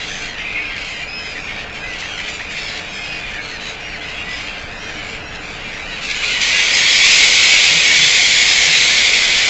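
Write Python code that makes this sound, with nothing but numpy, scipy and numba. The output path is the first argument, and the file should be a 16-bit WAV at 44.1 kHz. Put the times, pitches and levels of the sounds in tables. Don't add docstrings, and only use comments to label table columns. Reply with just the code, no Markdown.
import sys
import numpy as np
from scipy import signal
from scipy.fft import rfft, irfft, next_fast_len
from scipy.io import wavfile
from scipy.ndimage import uniform_filter1d
from numba import njit

SR = 44100
rng = np.random.default_rng(int(sys.argv[2]) if len(sys.argv) > 2 else 0)


def amplitude_ratio(level_db):
    exponent = np.asarray(level_db, float) / 20
    return 10 ** exponent


def pcm_store(signal):
    levels = np.round(np.clip(np.atleast_2d(signal), -1, 1) * 32767)
    wavfile.write(sys.argv[1], SR, levels.astype(np.int16).T)


N = 418509
T = np.arange(N) / SR
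RATTLE_HZ = 95.9


def level(x, db):
    return x * amplitude_ratio(db) / np.sqrt(np.mean(x ** 2))


def colour(x, points, flatten_bins=0):
    hz, db = np.transpose(points)
    n = next_fast_len(N)
    spec = rfft(x, n)
    f = np.arange(n // 2 + 1) * SR / n + 1
    if flatten_bins:
        spec = spec / np.sqrt(uniform_filter1d(np.abs(spec) ** 2, flatten_bins) + 1e-9)
    gain_db = np.interp(np.log(f), np.log(hz), db, -120, -120)
    return irfft(spec * amplitude_ratio(gain_db), n)[:N]


def walk(rate_hz):
    k = int(SR / rate_hz)
    held = np.repeat(rng.standard_normal(N // k + 1), k)
    return 1.3 * uniform_filter1d(uniform_filter1d(held, k), k)[:N]


def risen_share():
    return np.clip((T - 6) / (6.9 - 6), 0, 1)


@njit
def cries(start, length, hz, arch, rough, gains, jitter, rasp, rattle_hz, depth, sweep):
    n = len(jitter)
    out = np.zeros(n)
    for c in range(len(start)):
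        phase = 0.
        for i in range(length[c]):
            if 0 <= start[c] + i < n:
                u = i / length[c]
                j = (start[c] + i + 7919 * c) % n
                burst = 2 * np.pi * rattle_hz[c] * i / SR
                shake = rough[c] * jitter[j] - sweep * depth[c] * np.sin(burst)
                pitch_hz = hz[c] * (1 - arch[c] * (2 * u - .8) ** 2 + shake)
                phase += 2 * np.pi * pitch_hz / SR
                now = np.cos(phase)
                base, before, total = 2 * now, 1., 0.
                for g in gains[c]:
                    total += g * now
                    before, now = now, base * now - before
                size = (1 + 12 * rough[c] * rasp[j]) * (1 - depth[c] * np.cos(burst))
                out[start[c] + i] += total * min(1., 14 * u, 3 * (1 - u)) * size
    return out


def chorus(t0_s, t1_s, count, pitch_hz, spread, rough, size_db, voice_db, rattle):
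    u = rng.random((count, 4))
    g = rng.standard_normal((count, 9))
    start_s = t0_s + (t1_s - t0_s) * (np.arange(count) + u[:, 0]) / count
    length_s = .06 + .16 * u[:, 1]
    bird_hz = pitch_hz * np.exp(spread * g[:, 1])
    hoarse = rough * amplitude_ratio(20 * u[:, 2] ** 0.696 - 16)
    gains = amplitude_ratio(size_db * g[:, :1] + voice_db * g[:, 2:])
    gains *= np.sign(rng.standard_normal((count, 7)))
    gains *= amplitude_ratio(3.8 * u[:, 2:3])
    bird_rattle_hz = RATTLE_HZ * (1.2 - 0.3596 * u[:, 1])
    depth = np.clip(rattle * u[:, 2], 0, 1)
    return cries((start_s * SR).astype(np.int64), (length_s * SR).astype(np.int64), bird_hz, .14 * u[:, 3],
                 hoarse, gains, walk(700), walk(400), bird_rattle_hz, depth, 0.029)


# time in seconds, level in dB, brightness in dB per step from throat to beak to rasp.
CROWD_LEVELS = [(0, -32.5, -5.5), (.55, -32.5, -9.5), (1.1, -35, -7.5), (1.5, -37, -9.5), (2.4, -32, -6.5),
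                (3.5, -35, -6.5), (4.3, -33.5, -10.5), (4.75, -35, -7), (5.3, -36, -7.5), (5.98, -32, -6.5),
                (6.3, -23, -6), (6.9, -14.5, -3.5), (7.3, -16.5, -1.5), (7.8, -15.5, -2.5), (8.5, -16, -2),
                (9.1, -15.5, -3), (9.28, -18, -3), (9.49, -16.5, -3.5)]
# start in seconds, length in seconds, level in dB, brightness in dB per step.
NEAR_OUTBURSTS = [(-.05, 0.34, -35, -2), (0.375, .38, -27.5, -14.5), (0.753, 0.29, -29, -7.5),
                  (1.183, .25, -32, -6), (1.435, 0.22, -28, -10), (1.721, 0.22, -35, -6),
                  (1.923, .2, -32, -5.5), (2.123, 0.22, -29, -8.5), (2.506, .32, -30.5, -5.5),
                  (2.924, .3, -35, -4), (3.244, 0.14, -28.5, -16), (3.43, 0.11, -34, -6),
                  (3.598, 0.13, -36.5, -2.5), (3.8, 0.2, -39, -5.5), (4.005, 0.28, -32, -8),
                  (4.28, 0.22, -32, -5.5), (4.465, 0.14, -31, -10.5), (4.814, 0.37, -34, -7),
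                  (5.32, 0.037, -36.5, -6), (5.423, 0.16, -40, -3.5), (5.625, .2, -34, -9),
                  (5.893, 0.11, -30, -11), (6.018, 0.19, -32.5, -2.5), (6.227, 0.14, -24.5, -4.5),
                  (6.411, 0.22, -23.5, -2), (7.027, 0.26, -18, -1), (7.317, 0.39, -18.5, -3.5),
                  (7.892, .3, -24.5, -3), (9.127, 0.099, -25, -9), (9.282, 0.13, -22.5, -4)]


def loudness(step):
    s, db, bright_db = np.transpose(CROWD_LEVELS)
    throat = (step == 0) * (1 - risen_share())
    power = amplitude_ratio(np.interp(T, s, db + step * bright_db) + 2 * throat) ** 2
    attack_s, release_s = 0.017, 0.061
    for s, length_s, db, bright_db in NEAR_OUTBURSTS:
        rise = (T - s) / attack_s + 0.37
        fall = (s + length_s - T) / release_s + .5
        hold = np.clip(np.minimum(rise, fall), 0, 1)
        power += (hold * amplitude_ratio(db + step * bright_db - 2 * throat)) ** 2
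    return np.sqrt(power)


# frequency in Hz, density in dB per Hz.
SITTING_COLOUR = [(650, -28), (1100, -19), (1330, -19), (1980, -6), (2460, -3), (3490, -11), (5070, -15.5),
                  (5370, -19.5), (6830, -19.5), (7360, -19), (8000, -21), (10400, -67), (17600, -120)]
# frequency in Hz, density in dB per Hz.
RISING_COLOUR = [(650, -51), (1100, -25.5), (1350, -25), (1470, -20), (1690, -11.5), (2210, -1),
                 (2950, -7.5), (3370, -5), (5030, -9.5), (5640, -12.5), (7000, -11.5), (7550, -10.5),
                 (8000, -13.5), (10400, -54.5), (17600, -120)]


def flock():
    sitting = chorus(-.2, 7.1, count=760, pitch_hz=1198.7, spread=.14, rough=0.03606,
                     size_db=0.6, voice_db=3.0, rattle=0.7)
    rising = chorus(5.8, 9.5, count=1100, pitch_hz=1121, spread=.09, rough=.04,
                    size_db=2.0, voice_db=2.0, rattle=.55)
    sitting = level(colour(sitting, SITTING_COLOUR, flatten_bins=3000), 0)
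    rising = level(colour(rising, RISING_COLOUR, flatten_bins=3000), -1.5)
    up = risen_share()
    both = np.sqrt(1 - up) * sitting + np.sqrt(up) * rising
    below_beak = signal.sosfiltfilt(signal.butter(2, 3100, fs=SR, output="sos"), both)
    below_rasp = signal.sosfiltfilt(signal.butter(2, 5200, fs=SR, output="sos"), both)
    bands = (below_beak, below_rasp - below_beak, both - below_rasp)
    out = np.zeros(N)
    for step, (band, trim_db) in enumerate(zip(bands, (0, -0.5, 0))):
        crowd = np.sqrt(uniform_filter1d(band ** 2, size=4400) + 1e-9)
        out += band / crowd * loudness(step) * amplitude_ratio(trim_db)
    return out


# start in seconds, level in dB, second overtone in Hz, brightness in dB per overtone.
NEAR_SQUAWKS = [(.3755, -18.5, 1880, -10), (.696, -13, 2140, -9), (.762, -15, 2140, -9),
                (.878, -24, 2460, -1), (1.364, -19, 2014, -6.5), (1.984, -16, 2815, -2.5),
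                (2.022, -9, 2050, -11), (2.176, -16, 1950, -4), (2.281, -22, 2213, -1.5),
                (2.393, -13, 1960, -13), (2.504, -18, 1960, -3), (2.572, -15, 2370, -4),
                (3.287, -25.5, 2380, -1), (3.3375, -28, 2440, -1), (3.594, -16, 2430, -9),
                (3.6626, -16.5, 2510, -6), (4.085, -20.5, 2780, -5.5), (4.59, -25.5, 2260, -1.5),
                (5.343, -18.5, 2690, -5), (6.037, -14.5, 2690, -2.5), (6.087, -5.5, 2405, -3.5),
                (6.223, -6.5, 2210, -6), (6.4094, -7, 2360, -2.5), (6.7383, -5.5, 2090, -0.5),
                (7.0366, 1, 2230, -8), (7.378, 0, 2306, -5.5)]


def squawks(length_s=.046, rough=.06, trim_db=-15):
    s, db, hz, slope_db = np.transpose(NEAR_SQUAWKS)
    gains = amplitude_ratio(db[:, None] + trim_db + slope_db[:, None] * np.arange(-1, 6))
    gains *= np.sign(rng.standard_normal(gains.shape))
    gains[:, 0] *= amplitude_ratio(-24)
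    start = (s * SR).astype(np.int64)
    same = np.ones(len(s))
    length = (same * length_s * SR).astype(np.int64)
    return cries(start, length, hz / 2, .05 * same, rough * same, gains, walk(700), walk(250),
                 RATTLE_HZ * same, 0.35 * same, .03)


def add_whistle(out, row, pitch_rule, waver, rattle_hz=RATTLE_HZ, depth=0):
    s, length_s, mid_hz, db = row
    first, last = pitch_rule
    i = np.arange(max(int(s * SR), 0), min(int((s + length_s) * SR), N))
    u = np.linspace(0, 1, len(i))
    burst = 2 * np.pi * rattle_hz * u * length_s
    hz = mid_hz * (first * (1 - u) * (1 - 2 * u) + 4 * u * (1 - u) + last * u * (2 * u - 1))
    hz = hz * (1 + waver[i] - .02 * depth * np.sin(burst))
    swell = np.clip(np.minimum(u, 1 - u) * length_s / 0.0085, 0, 1)
    swell = swell * amplitude_ratio(-4.5 * np.abs(u - .4) / 0.76 + 1.63)
    swell = swell * (1 - depth * np.cos(burst)) / np.sqrt(1 + depth ** 2 / 2)
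    out[i] += amplitude_ratio(db + 3) * swell * np.sin(2 * np.pi * np.cumsum(hz) / SR)


# start in seconds, length in seconds, middle in Hz, level in dB.
ARCHED_LINES = [(.196, 0.14, 4330, -40), (.441, 0.16, 2480, -32), (.539, 0.16, 2500, -27),
                (1.07, .28, 5130, -35), (1.075, 0.28, 2553, -33.5), (1.38, 0.16, 5490, -47),
                (1.41, .09, 6590, -49), (1.422, .075, 7680, -56), (1.437, 0.16, 2410, -34),
                (1.69, 0.14, 5450, -49), (2.268, .12, 5780, -47), (2.858, 0.11, 3860, -41),
                (3.4, 0.12, 6480, -50), (3.405, 0.19, 4300, -37.5), (3.803, 0.17, 5630, -46),
                (3.8, 0.15, 2840, -39), (4.235, .13, 5480, -52), (5.215, .05, 4940, -49),
                (5.248, .11, 5640, -48), (5.245, .11, 6780, -59), (5.47, 0.11, 7600, -52),
                (5.46, .07, 6300, -60), (1.7, .07, 2480, -35), (8.386, 0.073, 2220, -20)]
# start in seconds, length in seconds, middle in Hz, level in dB.
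SAGGING_LINES = [(.202, 0.073, 1555, -37), (.214, 0.072, 2730, -34), (.21, 0.14, 3260, -39),
                 (.224, 0.092, 6540, -45), (.3, 0.19, 5830, -52), (.644, .085, 5350, -47),
                 (.77, .105, 5540, -55), (1.237, 0.081, 3320, -42), (1.91, .08, 1960, -34),
                 (1.866, .093, 6100, -48), (1.92, 0.094, 2900, -38), (2.045, 0.081, 6450, -45),
                 (2.055, .13, 3200, -35), (2.115, .11, 6000, -47), (2.18, 0.16, 1950, -35),
                 (2.22, 0.14, 2960, -37), (3.05, .14, 5060, -46), (3.05, .15, 2780, -35),
                 (3.35, .083, 1650, -35), (6.156, 0.13, 4000, -37), (7.075, 0.083, 5080, -24),
                 (7.186, 0.11, 2220, -20), (8.566, 0.065, 2200, -16.5)]
# start in seconds, length in seconds, middle in Hz, level in dB.
RISING_LINES = [(0, 0.096, 4000, -37), (0.55, 0.095, 2220, -25), (1, 0.098, 2435, -30),
                (1, .064, 2800, -36), (1.8, .075, 2500, -32.5), (2.88, .05, 6480, -44),
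                (3.5, .07, 4330, -42), (4.6, .12, 5900, -55), (3.5, .035, 1830, -33), (4, 0.055, 3400, -36),
                (4.11, 0.055, 2150, -38), (2.885, .055, 5450, -46), (4.889, .075, 7240, -49),
                (6, .06, 7350, -54), (6.5, 0.14, 2800, -31), (6.5, 0.18, 2540, -25), (7, .12, 2340, -22),
                (8.178, 0.083, 2230, -16.5), (8.72, 0.066, 3900, -19.5), (8.21, 0.081, 3250, -19),
                (7, 0.065, 3450, -17.5), (6.86, .06, 3330, -19.5), (9.5, 0.15, 2184, -21)]
# start in seconds, length in seconds, middle in Hz, level in dB.
HELD_LINES = [
    (5.71, 0.11, 5700, -46),
    (5.79, 0.09, 3900, -42),
    (5.4, .08, 7140, -49),
    (4.565, .04, 6100, -49),
    (4.265, .1, 1980, -28),
]
# start in seconds, length in seconds, middle in Hz, level in dB.
BOWED_LINES = [
    (4.765, .23, 5760, -44.5),
    (4.62, .15, 7620, -55),
    (1.829, .09, 2060, -30),
    (1.475, .06, 2200, -35),
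]
# start in seconds, length in seconds, middle in Hz, level in dB.
HOARSE_LINES = [(0.147, 0.091, 6300, -38), (1.2, .11, 6800, -50), (2.287, .08, 4700, -38),
                (2.564, 0.11, 4400, -36), (2.676, 0.12, 3960, -34.5), (3.62, 0.12, 3950, -38),
                (4.951, 0.21, 2240, -34), (4.301, .1, 5080, -37), (6.071, 0.081, 4020, -31),
                (6.08, .08, 2250, -26), (6.245, .1, 4250, -30), (6.282, 0.19, 2970, -28),
                (6.799, .2, 3230, -25)]
# start in seconds, length in seconds, middle in Hz, level in dB.
SITTING_LINES = [(0.0, 0.115, 2760, -36), (0.025, 0.075, 5700, -48), (0.394, 0.14, 2090, -33),
                 (0.733, 0.12, 2060, -35), (0.848, 0.085, 6740, -45), (0.853, 0.06, 6400, -46),
                 (0.988, 0.096, 2350, -33), (1.467, 0.16, 3250, -41), (1.985, 0.2, 6000, -47),
                 (2.18, 0.06, 7600, -48), (2.22, 0.15, 6880, -49), (2.225, 0.13, 4500, -43),
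                 (2.275, 0.077, 6100, -45), (2.29, 0.115, 6650, -49), (2.479, 0.059, 2850, -37),
                 (2.499, 0.06, 6810, -46), (2.559, 0.07, 2685, -31), (2.564, 0.14, 5280, -42),
                 (2.579, 0.08, 3780, -37), (2.639, 0.125, 6960, -47), (2.639, 0.13, 4960, -40),
                 (2.878, 0.21, 3290, -41), (2.923, 0.15, 5140, -40), (2.953, 0.09, 1740, -39),
                 (3.033, 0.18, 4980, -40.5), (3.312, 0.107, 1745, -34.5), (3.377, 0.05, 2200, -31),
                 (3.422, 0.16, 4330, -45), (3.477, 0.073, 6520, -48), (3.587, 0.14, 3950, -38),
                 (3.657, 0.08, 3870, -35), (3.662, 0.08, 6580, -41), (3.682, 0.08, 4960, -43),
                 (3.806, 0.062, 2500, -35), (3.991, 0.067, 2360, -37), (4.061, 0.17, 2730, -38),
                 (4.18, 0.07, 2760, -30), (4.32, 0.18, 2290, -38), (4.33, 0.12, 2870, -37),
                 (4.36, 0.085, 5950, -47), (4.774, 0.081, 5590, -47), (4.839, 0.075, 2450, -35),
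                 (4.914, 0.089, 5580, -42), (5.024, 0.087, 7130, -46), (5.088, 0.13, 2330, -39),
                 (5.642, 0.083, 2390, -33), (5.802, 0.07, 2350, -33), (5.902, 0.065, 3900, -36)]
# start in seconds, length in seconds, middle in Hz, level in dB.
FLYING_LINES = [(6.001, 0.12, 4380, -39), (6.146, 0.065, 6850, -37), (6.211, 0.095, 7290, -39),
                (6.226, 0.07, 4010, -29), (6.261, 0.12, 2470, -27), (6.41, 0.12, 5950, -31),
                (6.415, 0.09, 7120, -41), (6.495, 0.155, 2020, -22.5), (6.525, 0.12, 2805, -22),
                (6.54, 0.165, 6220, -31), (6.58, 0.2, 6230, -34.5), (6.715, 0.075, 4950, -22.5),
                (6.73, 0.11, 5070, -28), (6.735, 0.125, 7530, -33.5), (6.77, 0.065, 6470, -25),
                (6.909, 0.12, 5140, -24), (7.059, 0.07, 5030, -23), (7.139, 0.079, 4970, -23),
                (7.254, 0.065, 6700, -25), (7.313, 0.065, 6200, -28), (7.318, 0.07, 4900, -25),
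                (7.418, 0.11, 6760, -28), (7.433, 0.2, 2257, -17.5), (7.797, 0.099, 7470, -31.5),
                (7.837, 0.155, 2242, -17.5), (7.847, 0.08, 6440, -26.5), (7.957, 0.175, 6180, -28.5),
                (7.997, 0.075, 3440, -18), (8.052, 0.125, 7300, -27), (8.151, 0.075, 6830, -26.5),
                (8.201, 0.095, 6010, -28.5), (8.281, 0.165, 6850, -26), (8.286, 0.125, 3414, -20),
                (8.466, 0.085, 5120, -21.5), (8.531, 0.16, 6790, -27.5), (8.595, 0.08, 5600, -28.5),
                (8.705, 0.125, 3740, -22.5), (8.72, 0.063, 2460, -19), (8.765, 0.13, 4050, -23.5),
                (8.775, 0.08, 6310, -25), (8.78, 0.075, 7540, -27), (9.039, 0.15, 2150, -22.5),
                (9.144, 0.22, 2046, -25), (9.179, 0.075, 6680, -33)]
# start in seconds, length in seconds, middle in Hz, level in dB, rattle in Hz.
RATTLED_LINES = [(0.367, .12, 3050, -37, 95), (0.717, 0.19, 3160, -36.5, 88), (.772, .09, 4950, -42, 92),
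                 (.862, .14, 4900, -43, 110), (.885, 0.21, 6960, -48, 110), (1.96, .08, 7240, -47, 101),
                 (2.286, .1, 7140, -38, 99), (2.602, .1, 5200, -37, 80), (3.06, .12, 3000, -44, 112),
                 (3.622, 0.12, 6700, -44, 75), (3.898, .09, 4350, -46, 90), (5.065, .085, 4850, -43, 103),
                 (5.072, 0.064, 5960, -48, 103), (5.054, .12, 7250, -45, 103), (4.132, .1, 3310, -37, 95),
                 (4.47, .09, 3200, -37, 95), (6.09, .1, 4220, -38, 99), (.07, 0.11, 6100, -37.5, 97)]
# start in seconds, length in seconds, middle in Hz, level in dB, share of pitch lost.
FALLING_LINES = [(.545, 0.061, 2080, -28, 0.17), (0.72, .085, 1830, -36, 0.17),
                 (1.345, 0.046, 1920, -27.5, 0.17), (3.341, 0.045, 1790, -31, 0.19),
                 (3.505, 0.074, 1905, -33, 0.14), (3.505, 0.066, 6260, -43, .1),
                 (3.525, .06, 5160, -44, .07), (3.7, .065, 6100, -52, .05), (3.71, .06, 7280, -60, .07),
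                 (3.916, 0.054, 2250, -29, 0.48), (4.425, .077, 4410, -50, .11),
                 (2.984, 0.31, 2500, -31, .07), (3.629, 0.098, 3930, -38, 0.052),
                 (5.22, .05, 5900, -56, .05), (7.497, .035, 4880, -34, .06)]


def whistles():
    out = np.zeros(N)
    clear = .004 * walk(260)
    hoarse = .03 * walk(900)
    thick = .3 * hoarse
    flat = (1.005, 1)
    clear_kinds = ((ARCHED_LINES, (0.97, 0.94)), (SAGGING_LINES, (1.015, 0.98)), (RISING_LINES, (0.95, 1.015)),
                   (HELD_LINES, flat), (BOWED_LINES, (.935, .94)))
    for table, pitch_rule in clear_kinds:
        for row in table:
            add_whistle(out, row, pitch_rule, clear)
    for table, waver in ((HOARSE_LINES, hoarse), (SITTING_LINES, thick), (FLYING_LINES, thick)):
        for row in table:
            add_whistle(out, row, flat, waver, depth=0.45)
    for *row, rattle_hz in RATTLED_LINES:
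        add_whistle(out, row, flat, thick, rattle_hz, depth=.95)
    for *row, lost in FALLING_LINES:
        add_whistle(out, row, (1 + .45 * lost, 1 - .55 * lost), clear)
    flutter = amplitude_ratio(1.9 * walk(45))
    return out * flutter * (1 + 0.12 * walk(320))


# time in seconds, level in dB.
WASH_LEVELS = [
    (5.8, -40),
    (6.18, -46),
    (6.2, -35.5),
    (7.12, -29),
    (7.79, -31),
    (9.47, -31),
    (9.49, -25),
]
# frequency in Hz, density in dB per Hz.
WASH_SPECTRUM = [(120, -46.5), (200, -9.5), (337, -10.5), (431, -4.5), (651, -6.5), (1340, -8), (1500, -1),
                 (1950, -28), (3300, -120)]
# start in seconds, level in dB, pitch in Hz.
LOW_FLAPS = [
    (7.695, -33.5, 160),
    (7.742, -27, 163.7),
    (7.991, -31.5, 150.3),
    (8.014, -28, 145.6),
    (8.669, -31, 158),
    (8.77, -35, 135),
]


def wings():
    s, db = np.transpose(WASH_LEVELS)
    wash = level(colour(rng.standard_normal(N), WASH_SPECTRUM), 1.5)
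    out = wash * amplitude_ratio(np.interp(T, s, db, -90) + 0.7 * walk(6))
    for s, db, hz in LOW_FLAPS:
        t = np.clip(T - s, 0, None) / 0.015
        out += amplitude_ratio(db + 11.5) * t * np.exp(-t) * np.sin(2 * np.pi * hz * (T - s))
    return out


# frequency in Hz, density in dB per Hz.
TOWN_SPECTRUM = [(8.8, -29.5), (15, 5.5), (53, -1), (124, -5.5), (169, -4), (240, -7), (265, -12.5),
                 (298, -3), (335, -14.5), (432, -11), (602, -6.5), (651, -13.5), (704, -8), (1100, -13),
                 (1600, -6), (2080, -15), (3520, -120)]
# frequency in Hz, width in Hz, level in dB.
MACHINE_HUMS = [
    (161, 38, -54.5),
    (304.5, 27, -50.5),
    (439, 25, -44.5),
    (705, 72, -43),
]


def town():
    out = level(colour(rng.standard_normal(N), TOWN_SPECTRUM), -32) * amplitude_ratio(.5 * walk(1.5))
    for hz, width_hz, db in MACHINE_HUMS:
        resonance = signal.iirpeak(hz, hz / width_hz, fs=SR)
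        out += level(signal.lfilter(*resonance, rng.standard_normal(N)), db)
    return out


def scene():
    return np.tile(flock() + squawks() + whistles() + wings() + town(), (2, 1))


def low_pass(x):
    return signal.sosfilt(signal.butter(12, 8580, fs=SR, output="sos"), x)


def record(dry):
    rounded = 1.346 * np.tanh(dry / 1.572)
    top_cut = signal.cheby2(10, 62, 7663 * 1.206, fs=SR, output="sos")
    x = signal.sosfilt(top_cut, rounded)
    return low_pass(np.clip(x, -1, 1))


dry = scene()
out = record(dry)
pcm_store(out)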